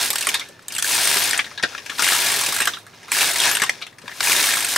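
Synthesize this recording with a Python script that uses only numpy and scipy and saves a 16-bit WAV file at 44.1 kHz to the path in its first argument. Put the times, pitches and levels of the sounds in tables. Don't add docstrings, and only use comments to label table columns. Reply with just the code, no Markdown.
import sys
import numpy as np
from scipy import signal
from scipy.fft import rfft, irfft
from scipy.io import wavfile
from scipy.ndimage import uniform_filter1d

SR = 44100
rng = np.random.default_rng(int(sys.argv[2]) if len(sys.argv) > 2 else 0)


def file_out(sig):
    cols = np.atleast_2d(sig).T
    lim = np.clip(cols, -1, 1)
    pcm = np.round(lim * 32767).astype(np.int16)
    wavfile.write(sys.argv[1], SR, pcm)


def how_loud(loudness_db):
    steps = np.asarray(loudness_db, float) / 20
    return 10 ** steps


N = 210665

# pitch_hz, level_db
SHELL = [(210, -47), (350, -17.5), (846, -5), (1790, 4), (2540, -2.5), (3380, -3), (4500, -11.5),
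         (5230, -8), (9000, -25), (11700, -30), (19800, -120)]
# pitch_hz, level_db
STEEL = [(1760, 47), (3000, -1.5), (4690, -4), (5260, -3.5), (6370, -4), (8580, 3.5), (10500, -8.5),
         (12900, -8.5), (14700, -30), (15800, -40), (16400, -59)]
# pitch_hz, level_db
BED = [(18, -59), (30, -10.5), (145, -8), (227, -15.5), (264, -6.5), (349, -12), (401, -3), (590, -10),
       (1200, -30.5), (1560, -17), (2640, -120)]


def evened(x):
    return x / np.sqrt(np.mean(x ** 2, axis=-1, keepdims=True) + 1e-20)


def read(points, hz):
    f, value = np.transpose(points)
    return np.interp(np.log(hz + 1), np.log(f + 1), value)


def curve(rows, column):
    columns = np.transpose(rows)
    return np.interp(np.arange(N) / SR, columns[0], columns[column])


def add(mix, s, sound):
    part = mix[round(s * SR):][:len(sound)]
    part += sound[:len(part)]


def colour(x, points):
    size = x.shape[-1]
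    gain = how_loud(read(points, np.fft.rfftfreq(size, 1 / SR)))
    return irfft(rfft(x) * gain, size)


def resonate(x, hz, width):
    return signal.lfilter(*signal.iirpeak(hz, hz / width, SR), x)


def ringing(hz, mode_hz, sharp):
    drag = 1j * hz / mode_hz / sharp
    return drag / (1 - (hz / mode_hz) ** 2 + drag)


def bodies(points, sharp, spread_db, count, size=4096):
    hz = np.fft.rfftfreq(size, 1 / SR)
    place = rng.random((count, 24, 3))
    low, high = points[1][0], points[-2][0]
    modes = low + (high - low) * ((np.arange(24) + place[..., 0]) / 24) ** 1.486
    level_db = read(points, modes) + spread_db * (place[..., 1] - .5)
    height = how_loud(level_db) * np.sign(place[..., 2] - .5)
    return sum(height[:, k, None] * ringing(hz, modes[:, k, None], sharp) for k in range(24))


def needle_rows():
    # first_s, last_s, first_peak_db, last_peak_db
    runs = [(0.01, 0.076, -14, -19), (.1037, 0.2093, -11, -11.5), (0.2263, 0.289, -13.5, -4),
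            (0.843, 0.9484, -11, -17), (.961, 0.999, -20, -6), (1.01, 1.0727, -30, 2),
            (1.084, 1.169, -17.5, -4), (1.182, 1.292, -17, -20.5), (2.0218, 2.121, -3, -3),
            (2.13, 2.217, -5.5, -20), (2.2425, 2.34, -18, -8), (2.362, 2.4868, -12.5, -15.5),
            (2.5222, 2.5836, -15, -7.5), (3.127, 3.2168, -12.5, -3), (3.217, 3.296, 0, -26),
            (3.31, 3.3824, -13.5, -7.5), (3.4013, 3.453, -6.5, -8), (3.4713, 3.5703, -12, -6),
            (4.228, 4.3296, -12, -1), (4.349, 4.454, -19, -6), (4.47, 4.588, -11.5, -9),
            (4.604, 4.6873, -8.5, -14), (4.7003, 4.728, -31, -15)]
    needles_in_run = [5, 5, 4, 11, 4, 4, 7, 7, 10, 6, 6, 6, 4, 10, 7, 4, 4, 6, 10, 8, 8, 5, 4]
    uneven_db, early_late_s, idle_db = 2.5, .0008, -4.5
    chatter_db = 31
    rows = []
    for (first, last, first_db, last_db), count in zip(runs, needles_in_run):
        luck = rng.standard_normal((count, 4))
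        gap_ms = 1000 * (last - first) / (count - 1)
        s = np.linspace(first, last, count) + early_late_s * luck[:, 0]
        db = np.linspace(first_db, last_db, count) + uneven_db * luck[:, 1]
        db = db + idle_db * (np.arange(count) % 2)
        bright_db = -18 + 0.6614 * gap_ms - 1.5 * luck[:, 2]
        note_hz = 1780 * np.exp(0.021 * gap_ms * np.clip(luck[:, 3] + 0.13, -1, 2))
        rows += [(*row, chatter_db / gap_ms) for row in zip(s, db, bright_db, note_hz)]
    return rows


def knocks(rows, note_db):
    s, db, bright_db, note_hz, dying = np.transpose(rows)[..., None]
    ms, count = np.arange(1536) / SR * 1000, len(s)
    luck = rng.standard_normal((count, 1536, 2))
    fading_db = -np.clip(dying, .45, 9) * ms
    onset = np.minimum(ms / 1.14, 1)
    chatter = how_loud(fading_db + 3.44 * luck[..., 1]) * onset * luck[..., 0]
    soft = signal.lfilter(*signal.butter(2, 6500, fs=SR), chatter)
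    note = how_loud(note_db) * ringing(np.fft.rfftfreq(2048, 1 / SR), note_hz, 6.4)
    shell_body = note + bodies(SHELL, 6.6, 8.1, count, size=2048)
    shell = irfft(rfft(soft, 2048) * shell_body)
    steel_body = bodies(STEEL, 29.6, 2.9, count, size=2048)
    steel = irfft(rfft(chatter * how_loud(-.7 * ms), 2048) * steel_body)
    shell, steel = (v / abs(v).max(1, keepdims=True) for v in (shell, steel))
    sounds = how_loud(db - 3.5) * (shell + how_loud(bright_db + 7.0) * steel)
    out = np.zeros(N)
    for at, sound in zip(s[:, 0], sounds):
        add(out, max(at - .0008, 0), sound)
    return out


def clunk_rows():
    # start_s, peak_db, steel_brightness_db, shell_note_hz
    far_turn = [(0.3417, -2, -11.5, 3780), (0.3956, -11.5, -14, 3660), (.4124, -17.5, -32, 2200),
                (.7045, -21, -20, 2640), (0.722, -24, 4, 1400), (0.7377, -20, -8, 4350),
                (0.75, -20.5, 1, 2700), (.7633, -12.5, -5.5, 2570), (0.7825, -14.5, 0.5, 1500),
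                (0.795, -21, .5, 2520), (2.603, -3, -6.5, 1600), (2.6183, -5.5, -6.5, 2630),
                (2.6723, 0.5, -13.5, 1600), (2.735, -11.5, -43, 3520), (2.769, -20, -30, 1410),
                (2.7864, -38, -2, 3700), (2.8654, -30, -8, 1230), (2.934, -31, -28, 1210),
                (3.0303, -28.5, -16, 1824), (3.0813, -22.5, -17, 1330), (4.7602, -2, -8, 1590)]
    near_turn = [(1.3307, -2.5, -14, 1940), (1.376, -10, -3, 1870), (1.3916, 0.5, -30, 1950),
                 (1.4433, -18, -27, 3800), (1.465, -18.5, -30, 1760), (1.5125, -23.5, -26, 1310),
                 (1.5764, -13.5, -29, 3800), (1.596, -18, -37, 1560), (1.6345, 0.5, -22.5, 1510),
                 (1.727, -25, -35, 1390), (1.7785, -16, -34, 1720), (1.8604, -17.5, -12.5, 1570),
                 (1.8965, -8.5, -40, 1780), (1.952, -22, -25, 4360), (1.9844, -13, -12, 3790),
                 (1.9935, -3, -13.5, 1290), (3.5979, -11, -6.5, 2200), (3.6185, 0, -10, 1820),
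                 (3.6355, -4.5, -9, 1160), (3.6623, -16.5, -14, 1740), (3.8215, -13.5, -40, 3900),
                 (3.866, -22.5, -13, 3370), (3.9838, -26, -12, 1700), (4.0921, -20.5, -35, 1640),
                 (4.155, -31, -10, 1180)]
    settling = [(0.487, -42, 8, 1750), (.624, -40, -3, 960), (1.6269, -8.5, -23, 1810),
                (1.709, -36, -28, 1940), (1.916, -19.5, -24, 1220), (2.9596, -45, -7, 1280),
                (3.8147, -18, -18, 1260), (3.926, -34, -19, 1940), (4.0164, -30.5, -14, 1180),
                (4.0566, -28, -35, 1780), (4.115, -20.5, -40, 1780)]
    snaps = [(.593, -26.5, -21, 1440), (0.6827, -24.5, 7.5, 1510), (0.8247, -5, -5, 2690),
             (1.3096, -2.5, -6.5, 3550), (1.7488, -12, -37, 1670), (2.6546, -9, -5, 2700),
             (3.1177, -1.5, -6, 2170), (3.695, 3, -18.5, 2000), (4.0793, -12.5, -22, 1740),
             (4.206, -1.5, -17, 1695)]
    far_dies, near_dies, snap_dies = 0.66, 0.82, 2.85
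    rows = [(*row, far_dies) for row in far_turn]
    rows += [(*row, near_dies) for row in near_turn + settling]
    return rows + [(*row, snap_dies) for row in snaps]


def rattle_levels(needles):
    # time_s, effort_db
    push = [
        [(0, -22), (.06, -26), (.12, -37), (.33, -28), (.42, -39.5), (.58, -53.5), (.675, -52), (.72, -38),
         (.815, -44)],
        [(.83, -29.5), (.93, -23.5), (1.16, -22.5), (1.37, -26.5), (1.42, -37.5), (1.62, -47.5), (1.67, -35.5),
         (1.84, -43), (1.975, -36.5)],
        [(2.0, -20), (2.05, -23.5), (2.3, -23), (2.6, -28.5), (2.69, -33), (2.85, -54.5), (2.95, -49.5),
         (3.07, -44.5), (3.11, -38)],
        [(3.125, -26), (3.21, -22.5), (3.3, -23), (3.33, -29), (3.46, -18.5), (3.53, -24.5), (3.68, -34),
         (3.75, -39.5), (3.97, -59.5)],
        [(4.06, -48.5), (4.195, -38), (4.21, -25), (4.28, -21.5), (4.4, -20.5), (4.66, -29), (4.78, -26.5)],
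    ]
    # start_s, stop_s
    strokes = [
        (-.25, 0.4),
        (0.827, 1.475),
        (1.992, 2.86),
        (3.116, 3.6),
        (4.205, 5.6),
    ]
    surge_db, surge_s, shell_share = 8, 0.016, 0.23
    lag_db, lag_s = -9, 0.032
    leave_s, clear_s, clear_db = 0.23, 0.21, -22
    t, effort_db = np.arange(N) / SR, curve(np.vstack(push), 1)
    struck = np.zeros(N)
    struck[[round(row[0] * SR) for row in needles]] = 1
    bump = np.exp(-(t[:2048] / surge_s) ** 2)
    surge = surge_db * np.minimum(signal.oaconvolve(struck, bump)[:N], 1)
    lag, clear = np.zeros(N), []
    for start, stop in strokes:
        lag += (t > start) * np.exp(-np.maximum(t - start, 0) / lag_s)
        clear += [(start, 0), (stop - leave_s, 0), (stop + clear_s, clear_db)]
    shell_db = effort_db + lag_db * lag + shell_share * surge
    steel_db = -29 + 0.71 * (effort_db + 23.5) + curve(clear, 1) + surge
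    return shell_db, steel_db


def rattle(points, sharp, per_s, uneven_db, clump_db):
    clumps = evened(uniform_filter1d(uniform_filter1d(rng.standard_normal(N), 150), 150))
    size_db = uneven_db * np.minimum(rng.exponential(1, N), 4) + clump_db * clumps
    size = how_loud(size_db) * (rng.random(N) < per_s / SR)
    size = size * rng.choice([-1, 1], N)
    part = rng.integers(0, 16, N)
    rings = evened(irfft(bodies(points, sharp, 31.7, count=16))[:, :512])
    return evened(sum(signal.oaconvolve(size * (part == k), ring)[:N] for k, ring in enumerate(rings)))


def carriage(needles):
    # pitch_hz, width_hz, level_db
    needle_modes = [(8660, 90, -1), (9260, 70, -2), (9745, 40, 2), (12893, 35, 0), (14200, 90, -2)]
    shell_db, steel_db = rattle_levels(needles)
    steel = rattle(STEEL, 2.5, 2600, 2.2, 1.1) * how_loud(steel_db)
    rings = sum(how_loud(db) * resonate(steel, hz, width) for hz, width, db in needle_modes)
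    shell = rattle(SHELL, 12.8, 1700, 0.38, 0.33) * how_loud(shell_db)
    rumble = evened(colour(rng.standard_normal(N), BED)) * how_loud(0.69 * shell_db - 25.5)
    return steel + rings + shell + rumble


def singing():
    # start_s, pitch_hz, level_db, hold_s, t60_s
    sings = [(1.184, 12893, -29, .032, .04), (.42, 1770, -53, .13, .3), (.49, 560, -47, .012, .05),
             (2.737, 3850, -38, .003, .2), (3.824, 3950, -38, .003, .1), (.4, 3750, -38, .003, .2),
             (3.665, 1860, -33, .02, .1)]
    # pitch_hz, t60_s
    needle_notes = [
        (8640, .03),
        (9745, .13),
        (12893, .18),
    ]
    # start_s, peak_db
    pings = [
        [(0.9482, -7.5), (1.0096, -12), (1.045, -7), (1.064, -14), (1.2406, -9), (1.3763, -16), (2.3171, -8),
         (3.492, -29), (3.5493, -8.5), (3.5703, -13)],
        [(1.0161, -21), (1.1453, -37), (1.2186, -33), (1.2514, -24), (3.3338, -32), (3.4186, -29), (3.491, -22),
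         (3.5324, -29)],
        [(1.0251, -35), (1.063, -37), (3.4915, -31), (3.5124, -20)],
    ]
    struck = []
    for (hz, t60), blows in zip(needle_notes, pings):
        struck += [(s, hz, db - 1, 0, t60) for s, db in blows]
    out, t = np.zeros(N), np.arange(SR // 4) / SR
    onset = np.minimum(t / 0.0017, 1)
    for s, hz, db, hold, t60 in sings + struck:
        fading = how_loud(db - 60 * np.maximum(t - hold, 0) / t60)
        add(out, s, fading * onset * np.sin(2 * np.pi * hz * t))
    return out


def thuds():
    # start_s, peak_db
    blows = [(0.096, -32.5), (0.276, -33.5), (0.493, -42.5), (0.893, -57), (1.158, -26.5), (1.631, -22),
             (2.116, -33), (2.369, -36), (2.482, -27), (2.606, -30.5), (3.184, -41), (3.616, -27),
             (4.039, -38.5), (4.29, -31)]
    out, ms = np.zeros(N), np.arange(4096) / SR * 1000
    shakes = evened(colour(rng.standard_normal((len(blows), 4096)), BED))
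    shakes = shakes * how_loud(-.8 * ms) * np.minimum(ms / 4, 1)
    for (s, db), shake in zip(blows, shakes):
        add(out, s, how_loud(db + 4.5) * shake)
    return signal.lfilter(*signal.butter(2, 170, "high", fs=SR), out)


def room(x):
    # pitch_hz, t60_s
    decay = [(200, 0.21), (1500, 0.057), (5000, 0.14), (14000, 0.16)]
    taps = np.zeros((2, SR // 2))
    at = np.arange(60, SR // 2 - 20, 20)
    at = at + rng.integers(0, 20, (2, len(at)))
    np.put_along_axis(taps, at, rng.choice([-1., 1.], at.shape), 1)
    hz, t, z = signal.stft(taps, SR, nperseg=128)
    fading = how_loud(-60 * t / read(decay, hz)[:, None])
    tail = signal.istft(z * fading, SR, nperseg=128)[1]
    return signal.fftconvolve(x[None], tail / np.linalg.norm(tail[0]), axes=1)[:, :N]


def hush():
    # pitch_hz, level_db (per Hz)
    air = [(25, 6), (65, -4), (100, 10), (200, 6.5), (400, 3), (1000, -0.5), (1800, -4), (4000, -23),
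           (8000, -26), (16000, -25)]
    a, b = colour(rng.standard_normal((2, N)), air)
    return how_loud(-50.5) * evened(np.array([a + 0.26 * b, a - 0.33 * b]))


def scene():
    # time_s, left_minus_right_db
    place = [
        (0.0, -0.5),
        (1.85, 3),
        (2.82, -0.5),
        (3.94, 3),
        (4.78, 0),
    ]
    needles = needle_rows()
    machine = knocks(needles, 12.5) + knocks(clunk_rows(), 11.3)
    machine = machine + carriage(needles) + singing() + thuds()
    sides = how_loud(curve(place, 1) * np.array([[.5], [-.5]]))
    return sides * (machine + how_loud(-8.0) * room(machine)) + hush()


def band_limit(x):
    return signal.sosfilt(signal.butter(12, 16510, fs=SR, output="sos"), x)


def record(dry):
    # pitch_hz, level_db
    apart = [(100, -6), (300, -1), (700, 5.5), (1500, 3.5), (4000, 2.5), (9000, 1.5), (11000, 7),
             (12000, -15)]
    # pitch_hz, level_db
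    mic = [(55, -11), (85, 0), (15750, 0), (15950, -40)]
    mid = (dry[0] + dry[1]) / 2
    side = colour((dry[0] - dry[1]) / 2, apart)
    limited = 0.84 * np.tanh(np.array([mid + side, mid - side]) / 0.93)
    return band_limit(colour(limited, mic))


dry = scene()
out = record(dry)
file_out(out)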